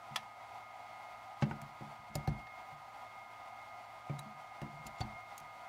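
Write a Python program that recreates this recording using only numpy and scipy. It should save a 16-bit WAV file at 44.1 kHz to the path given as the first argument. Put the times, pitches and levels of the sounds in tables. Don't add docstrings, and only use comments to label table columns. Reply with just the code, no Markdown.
import sys
import numpy as np
from scipy import signal
from scipy.fft import rfft, irfft
from scipy.io import wavfile

SR = 44100
rng = np.random.default_rng(int(sys.argv[2]) if len(sys.argv) > 2 else 0)


def magnitude_from_level(level_db):
    exponent = np.asarray(level_db, float) / 20
    return 10 ** exponent


def transcribe(u):
    v = np.clip(np.atleast_2d(u).T, -1, 1)
    q = np.round(v * 32767).astype(np.int16)
    wavfile.write(sys.argv[1], SR, q)


N = 250488
TOP_CUT_HZ = 15820


def rms_one(x):
    return x / np.sqrt(np.mean(x ** 2) + 1e-20)


def ring(force, hz, t60):
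    r = magnitude_from_level(-60 / (t60 * SR))
    w = 2 * np.pi * hz / SR
    return signal.lfilter([0, np.sin(w)], [1, -2 * r * np.cos(w), r * r], force + 1e-18)


def burst(seconds, rise_s, t60):
    t = np.arange(int(seconds * SR)) / SR
    rise = 1 - np.exp(-t / max(rise_s, 1e-4))
    fall_db = -60 * (t / np.clip(t60, .005, .4)) ** 1.123
    return rng.standard_normal(len(t)) * rise * magnitude_from_level(fall_db)


def drift(rate_hz):
    knots = rng.standard_normal(400)
    return np.interp(np.arange(N) / SR * rate_hz, np.arange(400), knots)


def in_time(rows):
    return np.interp(np.arange(N) / SR, *np.transpose(rows))


def band(x, low_hz, high_hz, order):
    return signal.sosfilt(signal.butter(order, [low_hz, high_hz], "band", fs=SR, output="sos"), x)


def high_pass(x, hz, order):
    return signal.sosfilt(signal.butter(order, hz, "high", fs=SR, output="sos"), x)


def add(out, sound, s):
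    at = round(s * SR)
    out[at:at + len(sound)] += sound[:N - at]


def tick(mid_db, low_db, high_db, top_db, rattle_t60):
    case_modes = [780, 1050, 1400, 1950, 2280, 2750, 3370, 3900, 4500, 4950, 6300, 6960, 8100, 8900, 9500,
                  10600, 11600, 12800, 13700, 15000]
    edges = [680, 2500, 5400, 10500, 17500]
    rattle = burst(.15, 0.00013, rattle_t60)
    rattle[3] += 2.5
    luck_db = 1.2 * rng.standard_normal(len(case_modes))
    rattle += sum(magnitude_from_level(own_db - 27) * ring(rattle, hz, .005) for hz, own_db in zip(case_modes, luck_db))
    bands_db = (low_db + 4.5, 1.5, high_db + 0.21, top_db - .7)
    out = 0
    for low_hz, high_hz, rel_db in zip(edges, edges[1:], bands_db):
        out += magnitude_from_level(mid_db + rel_db) * band(rattle, low_hz, high_hz, 3)
    return out


def ticks():
    # [t/s, mid level/dB, low band against mid/dB, brightness/dB]
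    touches = [(0.1592, -28.5, -8, -6.5), (0.4094, -68, 6, -14), (1.4221, -39.5, 4.5, -26),
               (1.5105, -61, 16, -15), (1.6158, -55.5, 3, 7), (2.1535, -42, -20, 5), (2.155, -50, 1, 0),
               (2.2739, -47.5, 4, -5), (2.4695, -55.5, -2, -16), (4.0936, -62.5, 11, -22),
               (4.1912, -50, -2, 5), (4.6156, -50.5, 2.5, -4), (4.8662, -44, -12, -0.5),
               (4.9836, -54.5, -13, -13), (5.0054, -43, -7, -9), (5.012, -46, -4, -17),
               (5.3787, -51.5, -12, 9.5), (5.4004, -60, 4, 7)]
    out = np.zeros(N)
    for s, mid_db, low_db, bright_db in touches:
        top_db = -3 + 1.3 * bright_db
        rattle_t60 = .031 - .0008 * bright_db
        add(out, tick(mid_db, low_db, bright_db, top_db, rattle_t60), s)
    return out


def rings():
    # [t/s, level/dB, f/Hz]
    caps = [(0.1582, -33, 1300), (1.423, -36, 580), (1.424, -31.5, 820), (.161, -35, 856),
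            (0.161, -35, 4940), (1.425, -48, 2000), (1.511, -30, 900), (1.512, -37, 1500),
            (2.153, -44, 11500), (2.154, -37, 4500), (2.154, -38, 5050), (2.156, -35, 760),
            (2.153, -37, 7050), (2.157, -37, 577), (2.274, -57, 12200), (2.2755, -29, 760),
            (4.191, -43, 3900), (4.192, -52, 8300), (4.192, -50, 9960), (4.868, -52, 11550),
            (4.868, -45, 7100), (4.985, -58, 6960), (5.013, -31, 758), (5.01, -41, 3500),
            (5.008, -48, 7050)]
    # [t/s, level/dB, f/Hz]
    springs = [
        (0.1598, -31, 3400),
        (2.276, -44, 4300),
        (4.097, -48.5, 2300),
        (5.012, -41, 4500),
    ]
    # 38 ms at 1 kHz, higher parts die sooner
    parts = [(s, level_db, hz, .038 * (hz / 1000) ** -.36) for s, level_db, hz in caps]
    parts += [(s, level_db, hz, .047) for s, level_db, hz in springs]
    out = np.zeros(N)
    for s, level_db, hz, t60 in parts:
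        rung = ring(burst(.2, 0.00028, 0.009), hz, t60)
        add(out, magnitude_from_level(level_db) * rung / np.abs(rung).max(), s)
    return high_pass(out, 520, 3)


def table_thumps():
    # [f/Hz, level/dB, t60/s]
    mode_groups = [
        [(52, -2, 0.21), (69.6, 6, .15)],
        [(92, -4.5, 0.064), (115.8, -2.5, 0.088)],
        [(143.3, 3.5, 0.18), (148, -6, 0.031)],
        [(213.7, 4, 0.25), (237, -12, 0.21)],
        [(281, -3, 0.11), (337.3, -2.5, 0.09), (432, -9, 0.075), (490, -18, 0.12), (568, 3.5, 0.05)],
    ]
    # [t/s, main mode level/dB, heft on low modes/dB, edge on upper modes/dB]
    knocks = [
        (1.423, -24, -42, -5),
        (1.466, -42, -22, 4),
        (1.51, -39.5, 1, -10),
        (1.809, -43, -10, -5),
        (2.154, -33.5, 2, -9),
        (2.278, -30, 7, -9),
        (4.097, -32.5, -38, -14.5),
        (4.618, -37.5, -6, -6),
        (5.005, -45.5, 18, -1.5),
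    ]
    # [t/s, main mode level/dB, heft on low modes/dB, edge on upper modes/dB]
    nudges = [(0.107, -46.5, -27, -8), (1.62, -44, -15, -5), (1.929, -73, 12, 5), (1.99, -60, 6, -5),
              (2.099, -55.5, 8, 3), (2.319, -47, -4, -2.5), (2.429, -60, 0, -4), (2.721, -52.5, -20, -14),
              (4.182, -42, -20, -12), (4.258, -59, -12, 11), (4.343, -56.5, -15, -13), (4.735, -50, 0, -8),
              (4.795, -46.5, -12, -12), (4.855, -46.5, 2, -3), (5.036, -57, 13, 9), (5.128, -58, 13, -9),
              (5.409, -54, -4, -12)]
    out = np.zeros(N)
    for pushes, case_db, contact_s in ((knocks, -19, .001), (nudges, -28, .0035)):
        contact = np.hanning(round(contact_s * SR))
        for s, main_db, heft_db, edge_db in pushes:
            force = magnitude_from_level(-37) * burst(.6, 0.0058, .32)
            force[:len(contact)] += contact / contact.sum()
            deep_db = main_db - 11 + .55 * heft_db
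            strongest_db = main_db + .4 * max(heft_db, 0)
            shell_db = case_db + .55 * strongest_db
            groups_db = (deep_db, main_db + heft_db, main_db, main_db + edge_db, shell_db)
            for modes, group_db in zip(mode_groups, groups_db):
                thump = sum(magnitude_from_level(group_db + level_db - 2) * ring(force, hz, t60) for hz, level_db, t60 in modes)
                add(out, band(thump, 0.62 * modes[0][0], 520, 2), s)
    return out


def slides():
    # [t/s, length/s, level/dB]
    strokes = [
        (.13, 0.047, -65),
        (1.396, 0.056, -57.5),
        (1.473, 0.07, -65),
        (2.133, .03, -63),
        (2.273, 0.035, -60),
        (4.181, .015, -58),
        (4.845, 0.036, -61),
        (4.978, 0.066, -60),
        (5.347, .06, -68),
    ]
    t = np.arange(SR // 5) / SR
    out = np.zeros(N)
    for s, length, level_db in strokes:
        hiss, grain = rng.standard_normal((2, len(t)))
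        stroke = np.sin(np.pi * np.clip(t / length, 0, 1)) ** 2
        add(out, magnitude_from_level(level_db + 5.8 * grain) * hiss * stroke, s)
    return band(out, 1500, 7000, 2)


def fan_tones():
    # [t/s, speed/turns per s]
    speed = [(0, 113.02), (.9, 112.84), (2.6, 112.57), (5.68, 112.32)]
    # [t/s, level/dB]
    whine = [(0, -71), (.2, -65.5), (.8, -63), (2.0, -66.5), (2.2, -57.5), (2.6, -60), (2.85, -70.5),
             (3.1, -60.5), (4.0, -64.5), (5.3, -60), (5.42, -66.5), (5.68, -62)]
    orders = {1: -73, 2: -82.5, 11: -59, 14: -78.5, 15: -77, 18: -81.5, 20: -76.5, 22: -79.5}
    turn = 2 * np.pi * np.cumsum(in_time(speed)) / SR
    out = magnitude_from_level(in_time(whine) + 2.15 * drift(18)) * np.sin(19 * turn)
    for order, level_db in orders.items():
        flutter_db = 1.14 * drift(12)
        out += magnitude_from_level(level_db + flutter_db) * np.sin(order * turn + rng.uniform(0, 2 * np.pi))
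    return np.sqrt(2) * out


def fan_air():
    # [f/Hz, density/dB per Hz]
    air = [(15, -63), (25, -20.5), (108, -14.5), (138, -21), (219, -17.5), (456, -20.5), (703, -3),
           (1180, -5.5), (1280, -7), (1500, -20), (1820, -17), (2080, -12.5), (2260, -17.5), (14300, -41),
           (16400, -40)]
    # [f/Hz, width/Hz, level/dB]
    housing = [(760, 84, 6.5), (900, 29, -7.5), (955, 56, 4), (1151, 60, -5.5), (1402, 21.3, 10.5),
               (1570, 40, 4), (1760, 40, -3.5), (2008, 23, 6.5), (2740, 42, 0), (3330, 30, 4.5),
               (3590, 33, 3.5), (4500, 96, 4)]
    hz = np.maximum(np.fft.rfftfreq(N, 1 / SR), 1)
    air_hz, air_db = np.transpose(air)
    colour_db = np.interp(np.log(hz), np.log(air_hz), air_db)
    for centre_hz, width_hz, lift_db in housing:
        colour_db += lift_db * np.exp(-.5 * ((hz - centre_hz) / width_hz) ** 2)
    noise = rng.standard_normal(N) * magnitude_from_level(1.38 * drift(25) + 0.13 * drift(2.64))
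    spectrum = rfft(noise) * magnitude_from_level(colour_db) * (hz < TOP_CUT_HZ)
    return magnitude_from_level(-52.5) * rms_one(irfft(spectrum, N))


def whistles():
    # [f/Hz, width/Hz, level at start/dB, level at end/dB]
    lines = [(11600, 25, -100, -102), (11650, 25, -91, -98), (13600, 36, -99, -95), (14490, 20, -97, -89)]
    out = 0
    for hz, width_hz, first_db, last_db in lines:
        line = rms_one(ring(rng.standard_normal(N), hz, 1.5 / width_hz))
        out += magnitude_from_level(np.linspace(first_db, last_db, N) + 3.5 * drift(2.0)) * line
    return out


def room(x):
    t = np.arange(SR // 2) / SR
    t60 = .13
    tail = rng.standard_normal(len(t)) * magnitude_from_level(-60 * t / t60) * (t > .004)
    tail = signal.lfilter([1], [1, -.65], tail)
    return signal.fftconvolve(x, tail / np.sqrt(np.sum(tail ** 2)))[:N]


def scene():
    clicks = ticks() + slides()
    handling = clicks + magnitude_from_level(-13.5) * room(clicks) + rings() + table_thumps()
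    charger = fan_tones() + fan_air() + whistles()
    return (handling + charger)[None]


def low_pass(x):
    return signal.sosfilt(signal.butter(12, 16510, fs=SR, output="sos"), x)


def record(dry):
    miked = high_pass(dry, 34, 4)
    top_cut = signal.cheby2(10, 40, TOP_CUT_HZ + 900, fs=SR, output="sos")
    return low_pass(signal.sosfilt(top_cut, miked))


dry = scene()
out = record(dry)
transcribe(out)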